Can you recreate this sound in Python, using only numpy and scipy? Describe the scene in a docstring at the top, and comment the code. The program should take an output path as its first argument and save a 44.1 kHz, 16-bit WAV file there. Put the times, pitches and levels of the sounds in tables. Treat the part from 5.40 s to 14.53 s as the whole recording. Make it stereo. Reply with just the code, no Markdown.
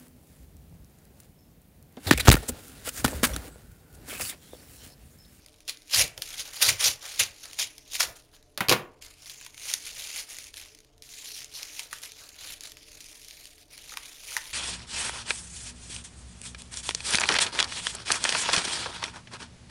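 """Knife strokes slit a padded paper envelope in jerks on a wooden desk: fibres crackle as noise bursts,
creases snap as short ringing panels and the desk rumbles. The knife is then laid down with a clatter of
steel bursts and desk resonances. Hands next peel the strip off, slide along a label and crinkle the
envelope. Throughout, a small room answers with decaying noise, over soft air noise and a faint fan hum."""
import sys
import numpy as np
from scipy import signal
from scipy.fft import rfft, irfft, next_fast_len
from scipy.io import wavfile
from scipy.ndimage import uniform_filter1d, map_coordinates

SR = 44100
rng = np.random.default_rng(int(sys.argv[2]) if len(sys.argv) > 2 else 0)


def master(y):
    """Save y as 16-bit WAV."""
    cut = np.clip(np.atleast_2d(y).T, -1, 1)
    pcm = np.round(cut * 32767)  # scale
    wavfile.write(sys.argv[1], SR, pcm.astype(np.int16))


N = 402633

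# All levels are relative unless stated; each source applies its own gains to them.
# Knife strokes through the paper:
# (start [s], rise [s], hold [s], crackle level [dB], flexing relative to crackle [dB])
CUT_STROKES = [(0.269, 0.015, 0.0089, -33, -15), (0.498, 0.043, 0.075, -21, -14.5),
               (0.809, 0.0088, 0.18, -43, -9), (0.974, 0.024, 0.0059, -34.5, -15.5),
               (1.039, .02, 0.027, -47, -9), (1.111, 0.026, 0.055, -43.5, -9),
               (1.202, 0.02, 0.0033, -16, -8.5), (1.243, .014, 0.0092, -21, -13.5),
               (1.276, 0.012, 0.0034, -22, -7.5), (1.381, 0.028, .018, -24.5, -9.5),
               (1.432, 0.011, 0.034, -20, -13.5), (1.495, 0.0088, 0.0065, -40, -13),
               (1.599, 0.033, 0.13, -42, -9), (1.78, 0.02, 0.0044, -17, -15),
               (2.007, 0.031, 0.0072, -46, -8), (2.179, 0.013, 0.033, -27, -12),
               (2.485, 0.066, .005, -31, -20), (2.589, 0.014, 0.0024, -19.5, -7),
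               (2.619, 0.011, 0.0041, -32, -5), (2.746, 0.018, 0.012, -54.5, -6),
               (2.915, 0.016, 0.023, -57.5, -0.5)]
CUT_FALL_DB_PER_S, CUT_TREBLE_DB = 481, -6.5  # treble is relative to the crackle
# Paper rustle: first the faint background under the cutting, then the handling, in several curves:
# (time [s], crackle level [dB])
RUSTLE_CURVES = [
    [(0, -61.5), (.25, -65.5), (.5, -60), (.76, -62.5), (1.35, -47), (1.56, -56.5), (1.92, -55),
     (2.15, -48.5), (2.42, -60), (2.75, -58.5), (2.9, -70.5), (3.6, -72)],
    [(3.61, -61), (3.626, -44.5), (3.765, -61), (3.902, -41.5), (3.952, -50), (4.06, -48.5), (4.128, -59)],
    [(4.128, -61), (4.183, -49), (4.31, -33.5), (4.4, -47.5), (4.472, -39), (4.54, -48), (4.58, -39.5),
     (4.735, -41.5), (4.79, -34), (4.864, -55.5), (4.907, -42.5), (5.08, -48), (5.111, -59)],
    [(5.111, -69), (5.174, -41.5), (5.34, -58.5), (5.416, -69.5), (5.61, -72.5)],
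    [(5.61, -82), (5.625, -52.5), (5.788, -45), (5.94, -47), (5.978, -39), (6.073, -54)],
    [(6.073, -58), (6.167, -44), (6.337, -45), (6.4, -39.5), (6.49, -55), (6.535, -42.5), (6.61, -51),
     (6.64, -40), (6.738, -56.5), (6.786, -48), (6.94, -54.5)],
    [(6.94, -53), (7.04, -42.5), (7.128, -41), (7.186, -56.5), (7.26, -42), (7.35, -62)],
    [(7.35, -56.5), (7.61, -49.5), (7.955, -50.5), (8.11, -53), (8.158, -58), (8.21, -51.5), (8.277, -72)],
    [(8.277, -67), (8.33, -50), (8.483, -48.5), (8.538, -41.5), (8.56, -48.5), (8.674, -46.5),
     (8.78, -49.5), (8.95, -36.5), (9.016, -46.5), (9.13, -47)],
]
# Tone of each rustle curve, relative to its crackle: (flexing [dB], treble [dB])
RUSTLE_TONES = [(-12.5, -6), (-12, -6.5), (-13, -7), (-17, -7.5), (-15, -6), (-11.5, -6), (-8.5, -5),
                (-16, -6), (-10.5, -6.5)]
# Spectrum of breaking fibres: (frequency [Hz], level [dB])
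CRACKLE_SPECTRUM = [(900, -45), (1600, -7.5), (2300, -1), (3800, -0.5), (6300, 1), (8000, 0.5),
                    (10000, -26.5)]
# Spectrum of the finest fibre sound: (frequency [Hz], level [dB])
TREBLE_SPECTRUM = [(6500, -23.5), (8000, 2), (10000, -3.5), (13000, -13), (16000, -19.5)]
# Spectrum of the flexing sheet: (frequency [Hz], level [dB])
FLEX_SPECTRUM = [(200, -30), (500, -2), (1000, -3), (1800, 2), (3000, -19)]
DENSE_DB = -29.5  # crackle level above which the fibres tear too thickly to be told apart

# Timed snaps of creases and fibres: (time [s], level [dB], panel pitch [Hz])
TIMED_SNAPS = [(.062, -31, 4940), (0.0845, -37, 3620), (.142, -38.5, 4970), (0.2048, -34, 5030),
               (.2793, -17.5, 4830), (0.2951, -14, 4470), (0.3723, -33.5, 5300), (.42, -37.5, 4440),
               (.48, -35, 6000), (0.498, -27.5, 4890), (0.5098, -26, 3760), (0.5724, -6.5, 6140),
               (0.594, -0.5, 3670), (.678, -23, 6000), (0.7775, -19.5, 2770), (0.8208, -10, 4370),
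               (0.9944, -18, 4730), (1.216, -7.5, 2600), (1.226, 2.5, 4200), (1.265, -8.5, 6280),
               (1.287, -10, 2740), (1.2915, -3.5, 5500), (1.408, -15, 3510), (1.3946, -19.5, 2000),
               (1.446, -12.5, 4940), (1.482, -15.5, 4670), (1.514, -17, 4850), (1.794, -6, 2900),
               (1.8355, -10.5, 6500), (2.132, -24, 6900), (2.189, -13.5, 2600), (2.1961, -9, 5200),
               (2.381, -26.5, 5470), (2.5336, -23, 5200), (2.5538, -16, 2850), (2.607, -8, 2580),
               (2.965, -40, 4500), (3.027, -40.5, 3900), (3.622, -33, 5320), (3.648, -27, 5440),
               (3.8588, -28, 4330), (3.897, -23, 5250), (4.012, -26.5, 2600), (4.048, -28, 5600),
               (4.064, -24, 2240), (4.1443, -31.5, 2200), (4.1786, -29.5, 2620), (4.3147, -19, 6900),
               (4.3383, -3.5, 6740), (4.761, -15.5, 6260), (4.9, -27.5, 6680), (4.9858, -17.5, 6850),
               (5.1409, -24, 3640), (5.17, -25, 3840), (5.2143, -27.5, 2880), (5.349, -29.5, 5400),
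               (5.388, -34.5, 6710), (5.4038, -36.5, 3680), (5.447, -39, 3670), (5.58, -43, 4000),
               (5.6227, -27, 5250), (6.045, -22, 7240), (6.2304, -16, 6600), (6.394, -14.5, 3100),
               (6.529, -15, 1520), (6.635, -23, 1690), (6.7194, -26, 6100), (6.8903, -28, 4590),
               (7.1222, -23, 5560), (7.208, -24, 6400), (7.2365, -21.5, 6910), (7.319, -24.5, 3530),
               (7.37, -29.5, 2560), (7.4843, -38, 2720), (7.6054, -25, 6200), (7.7296, -34, 2070),
               (7.8843, -26.5, 6140), (7.9095, -25.5, 6090), (8.055, -26.5, 4600), (8.378, -26, 3130),
               (8.521, -27, 1300), (8.538, -25, 1240), (8.5721, -16, 2440), (8.5718, -22.5, 1100),
               (8.657, -26, 3500), (8.92, -31.5, 1410), (8.9666, -7.5, 1850), (8.975, -20.5, 990),
               (9.056, -27, 3660)]
# Spectrum of the low body of a snap: (frequency [Hz], level [dB])
SNAP_BODY_SPECTRUM = [(500, -42.5), (900, 3), (1300, 1.5), (1900, 6), (3000, -18.5)]
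SNAP_T60_S = 0.011
BODY_DB, BODY_DB_PER_OCTAVE = -4.5, -8.5  # body of a 1 kHz panel; smaller, higher panels have less
RANDOM_SNAPS = 50  # more snaps at random times
RANDOM_SNAP_DB, RANDOM_SNAP_SPREAD_DB = 15, 2  # above the crackle, and plus or minus

# Resonances of the strip as it peels off: (frequency [Hz], width [Hz], level [dB])
STRIP_MODES = [(2250, 500, -3.5), (6460, 1000, -1), (9800, 1000, -4)]
STRIP_DB, PEEL_CURVE = -5, 2  # level over the crackle; index of the rustle curve that peels

# Fingers slide along the glossy label: (start [s], rise [s], hold [s], level [dB])
LABEL_RUBS = [(5.833, 0.025, 0.11, -44.5), (6.12, 0.027, 0.041, -41)]
# Resonances of the label: (frequency [Hz], width [Hz], level [dB])
LABEL_MODES = [(4170, 500, -1.5), (5940, 700, -4), (9400, 900, -10.5), (11800, 530, -10)]
RUB_FALL_DB_PER_S = 900

# Knife handles meet the desk: (time [s], steel clack [dB], low knock [dB], hard knock [dB])
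KNIFE_CONTACTS = [(3.176, -14.5, -30.5, -25), (3.206, -22, -20, -13), (3.285, -6, -19, -22.5),
                  (3.294, 1, -22, -27.5), (3.301, -7, -18, -20), (3.313, -13, -12.5, -21),
                  (3.315, -18.5, -15, -23), (3.324, -7, -20.5, -12), (3.329, -13, -22, -27)]
# Spectrum of the steel clack: (frequency [Hz], level [dB])
CLACK_SPECTRUM = [(300, -2.5), (1500, -12), (4000, 4.5), (7000, -5.5), (12000, -8), (16000, -16)]
# Resonances of the desk: (frequency [Hz], width [Hz], level [dB])
DESK_MODES = [(116, 33, -0.5), (200, 70, -2), (260, 35, -2.5), (384, 35, -3.5), (317, 67, -7),
              (498, 64, 0.5), (603, 90, -8), (744, 47, -10), (1086, 68, -6.5), (1420, 60, -11),
              (1710, 80, -15), (2140, 79, -9.5), (2550, 80, -13.5)]
# Spectrum of the dense small modes of the desk: (frequency [Hz], level [dB])
BOARD_SPECTRUM = [(300, -18), (700, -2), (1200, -5), (1700, -3.5), (3000, -7.5), (5000, -21.5)]

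# The pull of the knife shakes the desk through the forearms:
# (start [s], rise [s], hold [s], level [dB])
DESK_JOLTS = [(.53, 0.053, 0.057, -34), (0.754, 0.026, .005, -41.5), (1.188, 0.093, 0.05, -38),
              (1.396, 0.084, 0.012, -38.5), (1.775, 0.029, 0.031, -43.5), (2.2, .07, .01, -59),
              (2.573, 0.11, .015, -42.5)]
# Spectrum of the shaken wood: (frequency [Hz], level [dB])
WOOD_SPECTRUM = [(20, -22.5), (55, -3), (110, 2), (200, -19), (350, -13), (650, -8), (1000, -24.5)]
JOLT_FALL_DB_PER_S = 352

# Reverberation of the room: (frequency [Hz], time to fall 60 dB [s])
ROOM_T60 = [(150, 0.42), (1000, 0.43), (4000, 0.21), (12000, 0.17)]
# Dip of the microphone housing: (centre [Hz], width [Hz], gain [dB])
HOUSING_DIP = (7980, 535, -8.5)
# Spectrum of the room air: (frequency [Hz], relative density [dB])
AIR_SPECTRUM = [(12, -21.5), (20, -0.5), (93, -13), (134, -14.5), (158, -20), (310, -24.5), (558, -22.5),
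                (607, -24.5), (660, -24.5), (1290, -32), (16000, -58)]
# Left-right part of the air, relative to the air: (frequency [Hz], level [dB])
SIDE_AIR_SPECTRUM = [(20, -1.5), (110, -17.5), (700, -12), (1300, -43.5), (16000, -51.5)]
# Fan hum: (frequency [Hz], width [Hz], level [dB])
FAN_HUM = [(80, 4.4, -74.5), (130, 6.8, -76), (299, 78, -71.5), (438.5, 35, -71.5), (605.6, 30, -75.5),
           (708.5, 33, -79.5)]
AIR_DB = -63.5
CEILING, TOP_HZ, EDGE_HZ = .95, 15900, 16600


def effort():
    """Superposition: gains of the crackle, flexing and treble, cuts added to the rustle."""
    parts = [(stroke(*row[:4], CUT_FALL_DB_PER_S), row[4], CUT_TREBLE_DB) for row in CUT_STROKES]
    for rows, shares in zip(RUSTLE_CURVES, RUSTLE_TONES):
        parts.append((amp(curves(rows, outside=-120)[0]), *shares))
    gain, flex_db, treble_db = zip(*parts)
    return amp([np.zeros(len(parts)), flex_db, treble_db]) @ np.array(gain)


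def paper(level, flex, treble):
    """Fracture and bending: crisp crackle of breaking fibres over a duller flexing of the sheet."""
    rasp = patches(crackle(per_s=1500, spread_db=3.0, t60=0.026), depth_db=2.0, slow_db=2.5)
    creases = .6 * crackle(per_s=90, spread_db=3, t60=.016)
    sparse = rasp + creases + .22 * ticks(count=2500, cycles=22, spread_db=3)
    thick = 1.26 * patches(crackle(per_s=5500, spread_db=2.5, t60=0.008), depth_db=3, slow_db=1.5)
    # a power crossfade: louder tearing is denser
    dense = level ** 2 / (level ** 2 + amp(DENSE_DB) ** 2)
    fibres = np.sqrt(1 - dense) * sparse + np.sqrt(dense) * thick
    sheet = 0.47 * fibres + crackle(per_s=690, spread_db=2.5, t60=0.03)

    crisp = filtered(amp(-2.5) * level * fibres, colour(CRACKLE_SPECTRUM))
    fine = filtered(treble * amp(1.5 * wobble(9.7)) * fibres, colour(TREBLE_SPECTRUM))
    flexing = filtered(amp(-5.0 + 2.2 * wobble(13)) * flex * sheet, colour(FLEX_SPECTRUM))
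    return crisp + fine + flexing


def snaps(level):
    """Impulsive excitation: each snap is a sharp burst that rings a small paper panel briefly."""
    crisp, low, panel = np.zeros((3, N + SR))
    t = np.arange(SR // 20) / SR
    for s, db, hz in TIMED_SNAPS + random_snaps(level):
        body_db = BODY_DB + BODY_DB_PER_OCTAVE * np.log2(hz / 1000)
        at = round(s * SR)
        here = slice(at, at + len(t))
        noise = rng.standard_normal((3, len(t)))
        noise /= np.sqrt(np.mean(noise[:, :40] ** 2, axis=1, keepdims=True))  # even onsets
        fall = amp(-60 * t / SNAP_T60_S) + .1 * amp(-60 * t / .06)
        crisp[here] += amp(db - 12) * noise[0] * fall
        low[here] += amp(db + body_db - 9.5) * noise[1] * amp(-60 * t / 0.03)
        rough = 1 + 0.77 * unit(uniform_filter1d(noise[2], size=30))  # a creased panel rings unevenly
        decay = amp(db - 6 - 60 * t * hz / 15)  # 60 dB in 15 cycles
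        panel[here] += decay * rough * (1 - np.exp(-2 * t * hz)) * np.sin(2 * np.pi * hz * t)

    def bright(hz):
        """Sum of the crackle and treble responses."""
        return colour(CRACKLE_SPECTRUM)(hz) + 0.78 * colour(TREBLE_SPECTRUM)(hz)

    def high_pass(hz):
        """Second-order high-pass response near 800 Hz."""
        return hz ** 2 / (hz ** 2 - 800 ** 2 - 1200j * hz)

    body = filtered(low[:N], colour(SNAP_BODY_SPECTRUM))
    return filtered(crisp[:N], bright) + body + filtered(panel[:N], high_pass)


def random_snaps(level):
    """Random events: more snaps at random times, with levels following the crackle."""
    draw = rng.random((RANDOM_SNAPS, 3))
    s = draw[:, 0] * (N - 1) / SR
    crackle_db = 20 * np.log10(level[(s * SR).astype(int)])
    db = crackle_db + RANDOM_SNAP_DB + RANDOM_SNAP_SPREAD_DB * (2 * draw[:, 1] - 1)
    return list(zip(s, db, 2000 * 3.5 ** draw[:, 2]))


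def peel():
    """Forced resonance: the taut strip rings in a few broad bands while it is pulled away."""
    fibres = filtered(crackle(per_s=870, spread_db=4, t60=0.0069), lambda f: modes(f, STRIP_MODES))
    return amp(curves(RUSTLE_CURVES[PEEL_CURVE], outside=-120)[0] + STRIP_DB) * unit(fibres)


def rub():
    """Sliding friction: a dense hiss excites the label's resonances."""
    hiss = filtered(crackle(per_s=4400, spread_db=3.0, t60=0.0052), lambda f: modes(f, LABEL_MODES))
    return sum(stroke(*row, RUB_FALL_DB_PER_S) for row in LABEL_RUBS) * unit(hiss)


def knife():
    """Impact: loose steel handles clack, and each rough contact knocks the desk top."""
    clacks, knocks, hard = np.zeros((3, N))
    for s, db, knock_db, hard_db in KNIFE_CONTACTS:
        at = round(s * SR)
        clacks[at], knocks[at], hard[at] = amp(db - 8.5), amp(knock_db), amp(hard_db - 4.5)
    click = bursts(clacks, t60=.014)
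    steel = filtered(click + 0.28 * bursts(clacks, t60=0.069), colour(CLACK_SPECTRUM))
    # a push, then chatter
    blow = 3.7 * knocks + 0.69 * bursts(knocks, t60=0.011) + 0.15 * bursts(knocks, t60=0.14)
    desk = 9.6 * filtered(blow, lambda f: modes(f, DESK_MODES))
    board = bursts(hard, t60=0.042) + 0.21 * bursts(hard, t60=0.21)
    return steel + desk + filtered(board, colour(BOARD_SPECTRUM))


def shake():
    """Structure-borne sound: filtered noise gives a low wooden rumble under the hard strokes."""
    level = sum(stroke(*row, JOLT_FALL_DB_PER_S) for row in DESK_JOLTS)
    return level * filtered(rng.standard_normal(N), colour(WOOD_SPECTRUM)) * 0.74


def room(x):
    """Reverberation: each frequency dies at its own speed, and each stretch gets its own noise tail."""
    out, step = np.zeros(N + SR), SR // 3
    for a in range(0, N, step):
        hz, t, z = signal.stft(rng.standard_normal(SR // 2), SR, nperseg=256)
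        fall = amp(-60 * t / along(ROOM_T60, hz)[:, None])
        tail = signal.istft(z * fall, SR, nperseg=256)[1][:SR // 2]
        wet = signal.fftconvolve(x[a:a + step], tail / np.linalg.norm(tail))
        out[a:a + len(wet)] += wet
    return np.pad(out, (200, 0))[:N]  # delay in samples


def housing(hz):
    """Interference: the microphone's housing weakens a band of the desk sounds and their echo."""
    centre_hz, width_hz, gain_db = HOUSING_DIP
    return amp(gain_db * np.exp(-((hz - centre_hz) / width_hz) ** 2))


def air():
    """Stationary noise: room air and a wavering fan hum, nearly alike on both sides."""
    bed = amp(AIR_DB + 1.2 * wobble(5)) * filtered(rng.standard_normal(N), colour(AIR_SPECTRUM))
    for hz, width_hz, db in FAN_HUM:
        band = filtered(rng.standard_normal(N), lambda f: 1 / (1 + ((f - hz) / width_hz * 2) ** 2))
        bed += amp(db + 1.4 * wobble(2.4)) * unit(band)

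    def side_response(f):
        """Air spectrum scaled by its left-right share."""
        return colour(AIR_SPECTRUM)(f) * amp(along(SIDE_AIR_SPECTRUM, f))

    side = amp(AIR_DB) * filtered(rng.standard_normal(N), side_response)
    return np.array([bed + side, bed - side])


def crackle(per_s, spread_db, t60):
    """Random fracture: many tiny fibres break in clumps, a few much louder than most."""
    draw = rng.random((2, N))
    size = amp(-spread_db * np.log(draw[1] + 0.0013) + 2.5 * wobble(70))
    x = bursts((draw[0] < per_s / SR) * size, t60)
    power = np.abs(uniform_filter1d(x ** 2, size=SR // 25))
    return x / np.sqrt(power + 1e-9)  # even out the level over 40 ms


def ticks(count, cycles, spread_db):
    """Free vibration: small creases flick at random, each ringing its own little panel."""
    draw, t = rng.random((count, 3)), np.arange(256) / SR
    hz = 1800 * 6 ** draw[:, 1:2]
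    size = amp(-spread_db * np.log(draw[:, 2:] + 0.017))
    fall = amp(-60 * t * hz / cycles)
    ring = size * fall * np.sin(2 * np.pi * hz * t) * (1 - np.exp(-t * hz))
    at = (draw[:, :1] * N).astype(int) + np.arange(len(t))
    return unit(np.bincount(at.ravel(), ring.ravel(), N + len(t))[:N])


def patches(x, depth_db, slow_db):
    """Changing radiation: panels of the sheet sound in turn, shifting the colour quickly and slowly."""
    z = signal.stft(x, nperseg=128)[2]

    def drift(frames):
        """Random gain field smoothed over frequency and time."""
        over_hz = uniform_filter1d(rng.standard_normal(z.shape), size=3, axis=0)
        return unit(uniform_filter1d(over_hz, size=frames, axis=1))

    gain = unit(amp(depth_db * drift(16) + slow_db * drift(90)))
    return signal.istft(z * gain, nperseg=128)[1][:N]


def stroke(start, rise, hold, db, fall_db_per_s):
    """Envelope of one stroke: it climbs the last 30 dB in the rise time, holds, then falls steadily."""
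    rise = max(rise, .002)
    top = start + rise
    end = top + max(hold, 0)
    points = [(top - 3 * rise, db - 90), (top, db), (end, db), (end + 90 / fall_db_per_s, db - 90)]
    level_db, = curves(points, outside=-np.inf)
    return np.exp(level_db * np.log(10) / 20)


def bursts(starts, t60):
    """Exponential decay: noise jumps up at every start and falls 60 dB in t60 seconds."""
    fall = amp(-60 / max(t60, 1e-4) / SR)
    return signal.lfilter([1], [1, -fall], starts) * rng.standard_normal(N)


def modes(f, table):
    """Modal sum: the response of (Hz, width Hz, dB) resonances with alternating signs."""
    total = 0
    for k, (c, w, db) in enumerate(table):
        total = total + (-1) ** k * amp(db) * 1j * f * w / (c * c - f * f + 1j * f * w)
    return total


def colour(points):
    """Minimum phase: a causal response from (Hz, dB) points, keeping white noise at its power."""
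    def response(hz):
        """Fold the cepstrum onto positive times."""
        cep = irfft(np.log(unit(amp(along(points, hz))) + 1e-6))
        cep[1:len(hz) - 1] *= 2
        cep[len(hz):] = 0
        return np.exp(rfft(cep))
    return response


def filtered(x, response):
    """Linear filtering: the spectrum of x times a response of frequency."""
    m = next_fast_len(N + SR // 2)
    return irfft(rfft(x, m) * response(np.fft.rfftfreq(m, 1 / SR)), m)[..., :N]


def wobble(rate):
    """Slow random modulation: a smooth curve through rate random knots a second."""
    return map_coordinates(rng.standard_normal(int(N * rate / SR) + 4), [np.arange(N) * rate / SR])


def curves(rows, outside=None):
    """Linear interpolation: one value per sample for each column after the time."""
    s, *cols = np.transpose(rows)
    return [np.interp(np.arange(N) / SR, s, c, outside, outside) for c in cols]


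def along(points, hz):
    """Logarithmic frequency: (Hz, value) points interpolated on a log axis."""
    f, v = np.transpose(points)
    return np.interp(np.log(hz + 1), np.log(f + 1), v)


def amp(db):
    """Decibel law: level to amplitude ratio."""
    return 10 ** (np.asarray(db) / 20)


def unit(x):
    """Normalisation to a root-mean-square value of one."""
    return x / np.sqrt(np.mean(x ** 2) + 1e-20)


def scene():
    """Superposition: everything on the desk, its echo and the air."""
    level, flex, treble = effort()
    near = paper(level, flex, treble) + snaps(level) + peel() + rub() + knife() + shake()
    near = filtered(near + amp(-13.0) * room(near), housing)
    # mainly low echoes differ left to right
    side = amp(-45.0) * filtered(room(near), lambda hz: 1 / (1 + (hz / 700) ** 4))
    return near + np.array([side, -side]) + air()


def record(dry):
    """Saturation and band limit: peaks are rounded, the top fades and nothing is kept above the edge."""
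    dry = dry / (1 + np.abs(dry / CEILING) ** 6) ** (1 / 6)
    return filtered(dry, lambda hz: (hz < EDGE_HZ) / (1 + (hz / TOP_HZ) ** 90))


dry = scene()
out = record(dry)
master(out)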